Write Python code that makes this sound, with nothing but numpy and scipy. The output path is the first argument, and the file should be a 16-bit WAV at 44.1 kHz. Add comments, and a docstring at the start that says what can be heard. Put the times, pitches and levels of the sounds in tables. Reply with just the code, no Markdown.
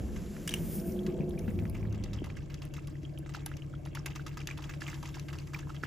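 """Swans dabbling at a marina

Each snap of the bill slaps the water, rings bubbles, throws spray and stirs the water; drops plop between.
At first a distant drone swells and fades by the quay wall, with sharp ticks and a thin hiss close by;
then it gives way to a boat diesel idling across the basin. High clicks, water knocks and lapping fill in.
Rings, shaped noise and summed waves make these sounds; a small stereo microphone stands on the bank."""
import sys
import numpy as np
from scipy import signal
from scipy.fft import rfft, irfft
from scipy.io import wavfile
from scipy.ndimage import uniform_filter1d

SR = 44100
rng = np.random.default_rng(int(sys.argv[2]) if len(sys.argv) > 2 else 0)


def wrap_up_sound(samples):
    """Save the sound to the file named by the first command line argument, as 16-bit audio."""
    columns = np.atleast_2d(samples).T
    # keep every value between -1 and 1, then stretch to whole-number steps
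    tamed = np.clip(columns, -1, 1)
    steps = np.round(tamed * 32767).astype(np.int16)
    wavfile.write(sys.argv[1], SR, steps)


N = 258426
T = np.arange(N) / SR  # time in seconds
FREQ = np.fft.rfftfreq(N, 1 / SR)  # frequency in Hz

# Levels in the tables come before the echoes, fades and final balance.
# Swells of sound. Each row: peak time in seconds, peak level in dB, rise in dB per second,
# fall in dB per second. A negative rate turns the slope around.
DRONE_BODY_SWELLS = [(0.9, -36, 10.5, 5)]
DRONE_UPPER_SWELLS = [(1.17, -38.3, 14.5, 20)]
DRONE_TONE_SWELLS = [(1.59, -37.5, 22, 109), (1.86, -33.5, 73.5, 30.8)]
QUAY_RUMBLE_SWELLS = [(0.1, -38, -26, 38), (0.6, -37, 131, 55), (1.55, -39.5, 8, -4)]
THIN_HISS_SWELLS = [(0.76, -47, 65, 176), (0.868, -51, 307, 130), (1.06, -66.5, 103, 110),
                    (1.5, -66.5, 38, 28)]
SOFT_WASH_SWELLS = [(0.72, -57, 7, 33), (4.92, -64, 48, 15)]
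# The distant drone's resonances. Each row: pitch in Hz, width setting in Hz, relative level in dB.
DRONE_LOW_RESONANCES = [(168.4, 24, 2.5), (195.1, 49, 3), (280.5, 48, -7)]
DRONE_HIGH_RESONANCES = [(356, 37.3, 1.5), (418, 17, -12.5), (487, 74, -9.5), (657.5, 38, -13),
                         (810, 81, -25.5)]
# Tone colours. Each row: frequency in Hz, relative level in dB.
RUMBLE_SPECTRUM = [(20, -22), (32, -7), (52, -3.5), (85, -4), (125, -10.5), (190, -21), (260, -15.5),
                   (450, -22.5), (700, -34), (1200, -42.5), (3000, -87.5)]
WASH_SPECTRUM = [(300, 6), (700, 3), (1500, 11.5), (2900, 9), (4100, 4), (5500, 6.5), (7500, 9.5),
                 (9000, -12.5), (11000, 7.5), (14800, 0), (16000, -63)]
HISS_SPECTRUM = [(1000, -45), (3000, 1), (5000, 34.5), (8000, 33.5), (11000, 41), (14700, 48.5), (15900, 8)]
WATER_SPECTRUM = [(400, -14), (800, 4.5), (1500, 5), (2200, 3.5), (2950, 3.5), (4100, -5), (5400, -3.5),
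                  (7200, -6), (8800, -12), (11000, -101), (14800, 7), (16000, -31)]
SLAP_SPECTRUM = [(400, -14), (900, -3.5), (2900, 10), (4100, 6.5), (5400, 9.5), (7200, 7), (8800, -27),
                 (11000, 4), (14800, -14), (16300, -25)]
HIGH_CLICK_SPECTRUM = [(2000, -19), (5500, -11), (8000, -31), (10800, 0.5), (13000, -9), (16000, -17)]
# Snaps of the bill. Each row: time in seconds, splash level in dB, slap level in dB relative to the
# splash, middle pitch of the bubbles in Hz.
BILL_SNAPS = [(0.16, -50, -12, 2200), (0.508, -51, 6, 3230), (1.0638, -50, 2.5, 2280),
              (1.392, -60.5, 14.5, 2200), (1.478, -54.5, -13, 1540), (1.7446, -51.5, -7, 2220),
              (1.925, -59, 4, 1580), (1.945, -56.5, -1, 3000), (2.038, -51.5, 6.5, 4040),
              (2.132, -47, -2, 2960), (2.2418, -50.5, 1.5, 2120), (2.26, -61, 10, 3620),
              (2.3675, -51.5, -4, 1760), (2.501, -53.5, -7, 2360), (2.543, -58, 11.5, 4000),
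              (2.6188, -49.5, -2.5, 3460), (2.737, -51, 2.5, 3100), (2.7643, -51, -7, 2970),
              (2.8716, -53.5, -0.5, 3060), (3.029, -60.5, -3, 2350), (3.2923, -52.5, -10, 1580),
              (3.338, -54, 3.5, 3020), (3.348, -46.5, -3, 3360), (3.4614, -48.5, 5.5, 1520),
              (3.568, -56, 5.5, 2250), (3.852, -56.5, 2, 2860), (3.9501, -44.5, 0.5, 2600),
              (4.06, -41.5, 1.5, 1960), (4.152, -53.5, 0, 2580), (4.158, -49.5, 3.5, 4000),
              (4.264, -47, 2, 1490), (4.279, -56.5, 3, 2870), (4.371, -45, -3, 1280),
              (4.404, -60.5, 9, 3200), (4.4723, -46.5, 11.5, 2680), (4.509, -55, 1, 1250),
              (4.575, -47, -2, 2900), (4.622, -52.5, -3, 3520), (4.6397, -51.5, -2, 3000),
              (4.6935, -46, -7.5, 1640), (4.805, -49, -3, 5150), (4.817, -46.5, -3, 2420),
              (4.879, -44.5, -12.5, 2000), (4.914, -51.5, -2, 2980), (4.941, -49.5, 1.5, 2520),
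              (5.028, -48, 1.5, 1090), (5.0556, -47, -0.5, 2170), (5.143, -46.5, -7, 2770),
              (5.196, -59.5, 14.5, 3370), (5.284, -48.5, -5, 2050), (5.3294, -49, -3.5, 1380),
              (5.3862, -56.5, 11, 3340), (5.471, -56.5, 2, 2120), (5.534, -45, -15, 1410),
              (5.589, -52, 1.5, 1530), (5.691, -52.5, -20, 1310), (5.745, -53, -4, 1690),
              (5.83, -51, -8, 1540)]
# Single drops that plop into the water. Each row: time in seconds, level in dB, bubble pitch in Hz,
# decay time in cycles.
WATER_DROPS = [(0.3663, -36.5, 1700, 0.89), (0.7997, -41.5, 5300, 4), (0.921, -45, 5560, 4.5),
               (1.101, -46, 2380, 1.5), (0.991, -41, 3240, 4), (1.2068, -43, 2370, 2.4),
               (1.308, -44, 3330, 1.7), (1.377, -44, 2270, 3.9), (1.4795, -40, 1510, 1),
               (1.509, -44, 1950, 1.6), (1.59, -33.5, 2340, 0.8), (1.654, -34, 1800, 0.88),
               (1.752, -39.5, 2200, 1.3), (1.829, -44, 2200, 1.8), (1.853, -43.5, 1740, 1.6),
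               (2.1876, -41.5, 3000, 4.6), (2.269, -44, 1040, 2.4), (2.3015, -33.5, 2180, 0.82),
               (2.766, -51, 1810, 3.9), (2.782, -41.5, 1140, 1.2), (2.792, -58, 1850, 2.6),
               (2.954, -48, 1860, 2.7), (3.051, -41.5, 3020, 4), (3.176, -40, 2860, 2.9),
               (3.2619, -35.5, 1570, 0.33), (3.3477, -29, 1450, 1.2), (3.372, -43, 774, 1.6),
               (3.464, -41.5, 800, 1.5), (3.516, -34, 1530, 1), (3.621, -40.5, 2810, 4.3),
               (3.738, -41.5, 1360, 1.8), (3.752, -49, 3190, 3.4), (3.872, -41.5, 1800, 1.1),
               (3.86, -36, 870, 0.48), (3.9722, -30.5, 1490, 1.2), (3.9924, -44, 5200, 6.6),
               (4.16, -36.5, 1120, 3.6), (4.195, -39.5, 1470, 4.6), (4.4143, -38, 2230, 1.9),
               (4.489, -30, 1730, 1.4), (4.5023, -35, 2520, 1.9), (4.5107, -31.5, 2230, 2.6),
               (4.587, -37.5, 1070, 2.2), (4.64, -32.5, 2950, 1.6), (4.709, -42, 1820, 1.9),
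               (4.738, -31, 1950, 0.55), (4.819, -30, 1624, 2.9), (4.8665, -31, 2650, 1.9),
               (4.8862, -35, 2170, 1.8), (4.93, -35.5, 1590, 1.6), (5.1696, -37, 950, 1.1),
               (5.3993, -43, 4450, 4.4), (5.546, -28.5, 2220, 2.9), (5.563, -38.5, 1086, 3.6),
               (5.629, -46, 1580, 5.3), (5.6712, -43, 1020, 1.9), (5.702, -36, 1210, 1.5),
               (5.765, -39, 2970, 2), (5.8357, -22, 1540, 1.7)]
# Dry ticks close by. Each row: time in seconds, level in dB, ring pitch in Hz, crack level in dB
# relative to the tick, lingering rattle in dB relative to the tick.
DRY_TICKS = [(0.476, -26, 3020, -1, -12), (0.4795, -31, 3020, -8, -21), (0.492, -13.5, 3310, -17.5, -27),
             (0.516, -34, 2530, -7, -26), (0.5388, -11, 2880, -14.5, -26.5)]
# Low knocks and gulps of water. Each row: time in seconds, level in dB, starting pitch in Hz, churn
# in dB relative to the knock, glide as the log change of pitch per decay time.
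WATER_KNOCKS = [(1.082, -28, 350, -12, 0.0044), (1.2, -21.5, 183, -10, -0.12),
                (1.234, -25.5, 350, -48, 0.035), (1.48, -21, 200, -14, 0.065), (1.622, -29, 216, -6, 0.15),
                (2.2193, -26.5, 405, -38, -0.34), (3.034, -34, 307, -37, 0.067),
                (3.193, -35.5, 336, -49, -0.0088), (4.059, -39, 314, -11, 0.098),
                (5.835, -30, 430, -10, -0.53)]
# Thin, very high clicks, many of them at the moment of a snap. Each row: time in seconds, level in dB.
HIGH_CLICKS = [(1.295, -29.5), (1.388, -29), (1.697, -25), (2.652, -28.5), (2.8727, -30), (3.1868, -28.5),
               (3.46, -16), (3.862, -35), (3.9492, -29.5), (4.06, -17.5)]
# The diesel's hum. Each row: multiple of the engine cycle, level in dB.
DIESEL_ORDERS = [(4, -55.7), (7, -58.2), (8, -55.8), (9, -57), (10, -57), (11, -62.4), (12, -59.1),
                 (13, -60.2), (14, -61.8), (15, -52.0), (16, -44.4), (17, -58.3), (18, -57.2), (19, -59.6),
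                 (20, -62.1), (26, -70), (32, -65.5), (34, -60.5), (35, -61), (36, -61.5), (38, -64.5),
                 (40, -65.5), (48, -73), (51, -74)]

QUAY_FADE_S = (1.82, 2.68)  # the sounds by the quay wall die away
DIESEL_FADE_S = (1.6, 2.64)  # the diesel fades in
CYCLE_HZ, THROB_S = 8.976, 4.215  # engine cycles a second, time that sets the throb's place
BASIN_RUMBLE_DB = -49.5
SETTLE_S = 0.99  # decay time of the stir
CALM_DB = -9  # unstirred water, relative to the mean stir
TRICKLE_DB, LAP_DB, WASH_DB = -67.5, -64.5, -74  # base levels
# Parts of a snap in dB relative to its splash, and parts of a drop relative to its bubble, before the balance.
BUBBLE_DB, GURGLE_DB, LEAD_DB, BACKWASH_DB = 3.5, -10.5, -5, -9.5
DROP_SPRAY_DB, DROP_TAP_DB = -25, -24
# Smaller bubbles follow as the bill opens again: mean delay, pitch range, decay and climb.
GURGLE_S, GURGLE_HZ, GURGLE_CYCLES, GURGLE_GLIDE = 0.03, (760, 3200), 3.2, 0.06
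LEAD_S = 0.0024  # build-up time of a short burst of noise that swells into each snap
BACKWASH_S = 0.04  # mean delay before thrown water falls back
CLUSTER_S, CLUSTER_SPREAD = 0.008, 0.27  # trapped air breaks up: longest delay, log spread of pitch
HARD_SLAP = 0.96  # dB by which a slap's decay shortens for each dB that it stands above its splash
RAGGED_DB = 8  # spray comes in uneven spurts
DROP_RISE = 0.35  # share of its decay time over which a drop's bubble builds up
DROP_GLIDE = 0.035  # log climb of its pitch per decay time
PORT_HZ, PORT_TURN_HZ, PORT_LAG_S = 9550, 8900, .000328  # microphone port resonance and lag
TOP_HZ = 16100  # top of the microphone's range


def undb(db):
    """Turn decibels into a gain."""
    return 10 ** (np.asarray(db) / 20)


def unit(x):
    """Scale a sound to an average (RMS) strength of 1."""
    return x / np.sqrt(np.mean(x ** 2))


def colour(x, points):
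    """Filter to a (Hz, dB) spectrum with no sound ahead of its cause."""
    hz, db = np.transpose(points)
    log_gain = np.log(undb(np.interp(np.log(FREQ + 1), np.log(hz), db)))
    # Folding the cepstrum forward in time makes the filter minimum phase.
    cepstrum = irfft(log_gain, N)
    cepstrum[1:N // 2] *= 2
    cepstrum[N // 2 + 1:] = 0
    return irfft(rfft(x) * np.exp(rfft(cepstrum)), N)


def resonate(x, modes, order=1):
    """Add up resonances of (Hz, width, dB) side by side; order 2 has steep skirts."""
    f = FREQ + 1e-3  # avoids dividing by zero
    response = 0
    for hz, width, db in modes:
        detuning = (f * f - hz * hz) / (f * width)
        response = response + undb(db) / (1 + 1j * detuning) ** order
    return irfft(rfft(x) * response, N)


def noise(side_db):
    """Stereo noise; side_db sets how much the two channels differ."""
    mid, side = rng.standard_normal((2, N))
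    return unit(mid + undb(side_db) * side * np.array([[1], [-1]]))


def walk(rate):
    """Random wander of RMS size 1, smoothed between about `rate` new values a second."""
    k = int(SR / rate)
    steps = np.repeat(rng.standard_normal(N // k + 1), k)
    return unit(uniform_filter1d(steps, k)[:N])


def pan(x, left_db):
    """Make the left channel louder than the right by left_db."""
    return x * undb(np.array([[left_db], [-left_db]]) / 2)


def add(track, s, sound):
    """Mix a short sound into a track at s seconds."""
    i = int(np.clip(s * SR, 0, N - 1))
    track[i:i + len(sound)] += sound[:N - i]


def swells(table):
    """Gain of swells that rise and fall at steady rates in dB; their powers add."""
    power = 0
    for s, db, rise, fall in table:
        drop_db = np.maximum(rise * (s - T), fall * (T - s))
        power = power + undb(db - drop_db) ** 2
    return np.sqrt(power)


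def stir():
    """How agitated the water is, around 1: every snap adds energy, which then settles."""
    energy = 0
    for s, db, _, _ in BILL_SNAPS:
        energy = energy + undb(db) * (T > s) * np.exp(-np.abs(T - s) / SETTLE_S)
    return np.sqrt(energy / energy.mean() + undb(CALM_DB) ** 2)


def crackle(rise_s, decay_s):
    """A burst of tiny cracks, a few of them much stronger than the rest."""
    t = T[:SR // 30]
    shape = (1 - np.exp(-t / rise_s)) * np.exp(-t / decay_s)
    cracks = rng.standard_normal(len(t)) ** 3 * shape
    return cracks * np.sqrt(np.sum(shape ** 2) / np.sum(cracks ** 2))


def bubble(hz, cycles, glide, rise=0.26):
    """A damped ring: its pitch climbs as a bubble nears the surface, or falls as a hollow opens."""
    turns = T[:int(5 * cycles / hz * SR) + 2] * hz
    swell = 1 - np.exp(-turns / rise)  # builds up over `rise` cycles
    phase = np.cumsum(hz * np.exp(glide * turns / cycles)) / SR
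    return swell * np.exp(-turns / cycles) * np.sin(2 * np.pi * phase)


def droplets(times, sizes, low_hz=900, high_hz=9000, cycles=4.6):
    """Tiny bubbles of many pitches, each a short damped ring, with the colour of the water."""
    out = np.zeros(N)
    for s, size, (pitch, length) in zip(times, sizes, rng.random((len(times), 2))):
        hz = low_hz * (high_hz / low_hz) ** pitch
        ring = bubble(hz, cycles * (0.24 + 2 * length ** 2), 0.058)
        add(out, s, size * hz / low_hz * ring)
    return colour(out, WATER_SPECTRUM)


def quay(x, early_db, early_s, late_db, late_s):
    """Quick reflections off wall and hulls and a faint tail, partly different in each ear."""
    first = noise(side_db=-2.0) * np.exp(-T / early_s) * (T > .001)
    tail = noise(side_db=2.5) * np.exp(-T / late_s) * (T > .012)
    echo = undb(early_db) * unit(first) + undb(late_db) * unit(tail)
    return x + irfft(rfft(x) * rfft(echo / np.sqrt(N)), N)


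def drone():
    """A distant roar of noise in a few resonances swells and fades; a low tone comes out as it goes."""
    body = unit(resonate(noise(side_db=-20.0), DRONE_LOW_RESONANCES, order=2)) * swells(DRONE_BODY_SWELLS)
    upper = unit(resonate(noise(side_db=-12.5), DRONE_HIGH_RESONANCES, order=2))
    upper = upper * swells(DRONE_UPPER_SWELLS)
    tone_hz = np.where(T > 1.6, 106.2, 89.96)  # the tone steps up once
    tone = unit(np.sin(2 * np.pi * np.cumsum(tone_hz) / SR))
    tone = tone * swells(DRONE_TONE_SWELLS) * undb(2.0 * walk(24.72))
    tone = tone * np.interp(T, [1.3, 1.45], [0, 1])
    return (body + upper + tone) * np.interp(T, QUAY_FADE_S, [1, 0])


def air():
    """Filtered noise: low rumble of the town, a soft wash that grows with the stir, swells of thin hiss."""
    by_quay = np.interp(T, QUAY_FADE_S, [1, 0])
    flutter = undb(0.8 * walk(30))
    rumble_gain = np.hypot(undb(BASIN_RUMBLE_DB), by_quay * swells(QUAY_RUMBLE_SWELLS))
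    rumble = unit(colour(noise(side_db=-7), RUMBLE_SPECTRUM)) * rumble_gain
    wash_gain = np.hypot(undb(WASH_DB) * stir(), swells(SOFT_WASH_SWELLS))
    wash = unit(colour(noise(side_db=-36), WASH_SPECTRUM)) * wash_gain
    hiss = unit(colour(noise(side_db=-39), HISS_SPECTRUM)) * swells(THIN_HISS_SWELLS)
    return rumble + (wash + hiss * by_quay) * flutter


def trickle(count=6000):
    """Fine drips and fizz as water runs through the bill, more when the water is stirred."""
    times = rng.random(count) * N / SR
    sizes = undb(4.5 * rng.exponential(size=count).clip(0, np.pi))
    drops = droplets(times, sizes, low_hz=868, high_hz=8300, cycles=2)
    drops = unit(quay(drops, early_db=-1.0, early_s=0.0086, late_db=-8, late_s=0.11))
    nearness_db = np.interp(T, QUAY_FADE_S, [6, 0])  # the first bird feeds closer by
    return drops * undb(TRICKLE_DB + nearness_db) * np.sqrt(stir())


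def lapping(count=2600):
    """Ripples fold against the bank in a dense murmur of soft, low bubbles whose level wavers."""
    times = rng.random(count) * N / SR
    folds = droplets(times, rng.rayleigh(size=count), low_hz=374.0, high_hz=680, cycles=1.0)
    folds = resonate(folds, [(503, 276, 0)], order=2)
    folds = unit(quay(folds, early_db=19.0, early_s=0.016, late_db=-6, late_s=0.17))
    return folds * undb(LAP_DB) * undb(2.2 * walk(10))


def dabbling(rise_s=0.0029, slap_s=0.0031, spray_s=0.009, fizz_s=0.014, lead_s=.002,
             cycles=2.1, glide=0.0097, count=80):
    """A snap slaps, rings bubbles, gurgles and throws spray; a drop taps and sprays a little."""
    slaps, rings, fizz = np.zeros(N), np.zeros(N), np.zeros(N)
    times, sizes = [], []
    t = T[:SR // 7]

    def splash(s, spray_db):
        """Spray and fizz thrown up at one moment, as a noise burst and many droplets."""
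        shape = (1 - np.exp(-t / 0.0014)) * np.exp(-t / fizz_s)
        add(fizz, s - lead_s, undb(spray_db) * rng.standard_normal(len(t)) * shape)
        times.extend(s - lead_s + rng.gamma(1.6, spray_s, count))
        sizes.extend(undb(spray_db) * rng.rayleigh(size=count))

    for s, db, slap_db, hz in BILL_SNAPS:
        # Trapped air breaks up into a cluster of bubbles.
        for late, pitch in rng.random(size=(5, 2)):
            bubble_hz = hz * np.exp(CLUSTER_SPREAD * (2 * pitch - 1))
            ring = bubble(bubble_hz, cycles, glide, rise=0.44)
            add(rings, s + CLUSTER_S * late ** 2, undb(db + BUBBLE_DB) * ring)
        splash(s, db)
        splash(s + BACKWASH_S * (.5 + rng.random()), db + BACKWASH_DB)
        # A short burst of noise swells into the snap.
        lead_in = rng.standard_normal(len(t)) * np.exp(-t[::-1] / LEAD_S)
        add(fizz, s - t[-1], undb(db + LEAD_DB) * lead_in)
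        # A hard slap is quicker, above all in its rise.
        quick = undb(-HARD_SLAP * max(slap_db, 0))
        add(slaps, s, undb(db + slap_db) * crackle(rise_s * quick ** 2, slap_s * quick))
        # Later gurgle bubbles are weaker.
        for late, pitch, strength in rng.random(size=(14, 3)):
            gurgle_hz = GURGLE_HZ[0] * (GURGLE_HZ[1] / GURGLE_HZ[0]) ** pitch
            gain = undb(db + GURGLE_DB) * (.5 + strength) * (1 - late / 2)
            add(rings, s + 2 * GURGLE_S * late, gain * bubble(gurgle_hz, GURGLE_CYCLES, GURGLE_GLIDE))
    for s, db, _, _ in WATER_DROPS:
        splash(s, db + DROP_SPRAY_DB)
        add(slaps, s, undb(db + DROP_TAP_DB) * crackle(rise_s, slap_s / 2))

    spray = droplets(times, sizes, low_hz=680, high_hz=8230, cycles=1.35)
    ragged_fizz = colour(fizz * undb(RAGGED_DB * walk(250)), WATER_SPECTRUM)
    wet = undb(3.5) * rings + undb(-14.5) * spray + undb(-12) * ragged_fizz
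    wet = quay(wet, early_db=-4.5, early_s=0.0035, late_db=-19, late_s=0.07)
    smack = undb(7.5) * colour(slaps, SLAP_SPECTRUM)
    smack = quay(smack, early_db=-6, early_s=.004, late_db=-16, late_s=.04)
    return pan(wet, left_db=-1.5) + pan(smack, left_db=3.5)


def plips(bubble_db=5):
    """Each drop traps one bubble, which rings briefly and cleanly and climbs a little."""
    out = np.zeros(N)
    for s, db, hz, cycles in WATER_DROPS:
        ring = bubble(hz, cycles, DROP_GLIDE, rise=DROP_RISE * cycles)
        add(out, s, undb(db + bubble_db) * ring)
    out = quay(out, early_db=-1.5, early_s=0.0023, late_db=-21, late_s=0.032)
    return pan(out, left_db=-3.0)


def ticks(crack_s=0.0018, linger_s=0.03):
    """Hard little ticks: a bright crack, a short ring and a faint, rough rattle that lingers."""
    out, linger, t = np.zeros(N), np.zeros(N), T[:SR // 8]
    for s, db, hz, crack_db, linger_db in DRY_TICKS:
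        add(out, s, undb(db + crack_db + 6.5) * crackle(rise_s=0.00021, decay_s=crack_s))
        add(out, s, undb(db - 5.5) * bubble(hz, cycles=3.8, glide=-0.01))
        add(linger, s, undb(db + linger_db) * rng.standard_normal(len(t)) * np.exp(-t / linger_s))
    rough = linger * undb(3.5 * walk(180))
    rattle = resonate(rough, [(2950, 420, 6), (2350, 350, 0), (1650, 450, 3)])
    spectrum = [(700, -13.5), (2700, -0.5), (4300, -13.5), (5600, 1.0), (8000, -6.0), (15000, -11.0)]
    out = colour(out + rattle, spectrum)
    return quay(out, early_db=-6.0, early_s=0.0049, late_db=-41.0, late_s=0.028)


def knocks(churn_s=0.003):
    """Dull, quickly damped gulps of water, each a low ring with a short churn of noise."""
    rings, churn, t = np.zeros(N), np.zeros(N), T[:SR // 12]
    for s, db, hz, churn_db, glide in WATER_KNOCKS:
        add(rings, s, undb(db) * bubble(hz, cycles=2.28, glide=glide))
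        add(churn, s, undb(db + churn_db) * rng.standard_normal(len(t)) * np.exp(-t / churn_s))
    gulps = rings + resonate(churn, [(370, 320, 14.7), (585, 41, 2.6)], order=2)
    return quay(gulps, early_db=-9, early_s=0.0023, late_db=-9, late_s=0.31)


def high_clicks(rise_s=0.00097, decay_s=0.00093):
    """Thin, very high clicks: short crackles of noise, many of them at the moment of a snap."""
    out = np.zeros(N)
    for s, db in HIGH_CLICKS:
        add(out, s, undb(db + 3.0) * crackle(rise_s, decay_s))
    out = colour(out, HIGH_CLICK_SPECTRUM)
    return quay(out, early_db=-11, early_s=0.006, late_db=-19, late_s=0.03)


def diesel(dispersion=0.83, hull_db=-54):
    """Low engine orders bunch into a rising throb each cycle; high ones hum steadily; the hull rumbles."""
    orders, levels_db = np.transpose(DIESEL_ORDERS)
    offset = orders - orders[np.argmax(levels_db)]  # distance from the exhaust resonance
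    cycle = CYCLE_HZ * (T - THROB_S) + 0.0013 * walk(4.1)
    hum = 0
    for k, db, d in zip(orders, levels_db, offset):
        # Low orders run ahead of the throb, high ones trail it.
        phase_shift = dispersion * min(d, 0) ** 2 + 0.13 * max(d, 0) ** 2
        if d >= 10:
            phase_shift = np.pi / 2 * d ** 2  # far above the resonance they spread over the whole cycle
        wave = undb(db) * unit(np.cos(2 * np.pi * k * cycle - phase_shift))
        hum = hum + pan(wave, left_db=3 / (1 + (d / 6) ** 2))
    low_hull = resonate(noise(side_db=5.5), [(79.5, 300, -49.0), (167, 270, -26.0)], order=2)
    high_hull = resonate(noise(side_db=2), [(316, 60, 0)], order=2)
    hull = undb(hull_db) * unit(low_hull) + undb(-59) * unit(high_hull)
    return (hum * undb(.5 * walk(8.7)) + hull) * np.interp(T, DIESEL_FADE_S, [0, 1])


def scene():
    """Mix the drone, air, water, bill, ticks and diesel."""
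    background = drone() + air() + diesel()
    water = trickle() + lapping() + dabbling() + plips() + knocks()
    return background + water + ticks() + high_clicks()


def record(dry):
    """Microphone ports whistle at one resonance; above it the left lags. Deep bass and top are cut."""
    sound = dry + resonate(dry.mean(axis=0), [(PORT_HZ, 260, 16)])
    turn = np.interp(FREQ, [PORT_TURN_HZ, PORT_HZ], [0, np.pi])  # the left phase flips on the way up
    lag = turn + 2 * np.pi * PORT_LAG_S * np.maximum(FREQ - PORT_HZ, 0)
    left = irfft(rfft(sound[0]) * np.exp(-1j * lag), N)
    sound = np.array([left, sound[1]])
    sound = signal.sosfilt(signal.butter(6, 30, "high", fs=SR, output="sos"), sound)
    return signal.sosfilt(signal.ellip(8, .2, 70, TOP_HZ, fs=SR, output="sos"), sound)


dry = scene()
out = record(dry)
wrap_up_sound(out)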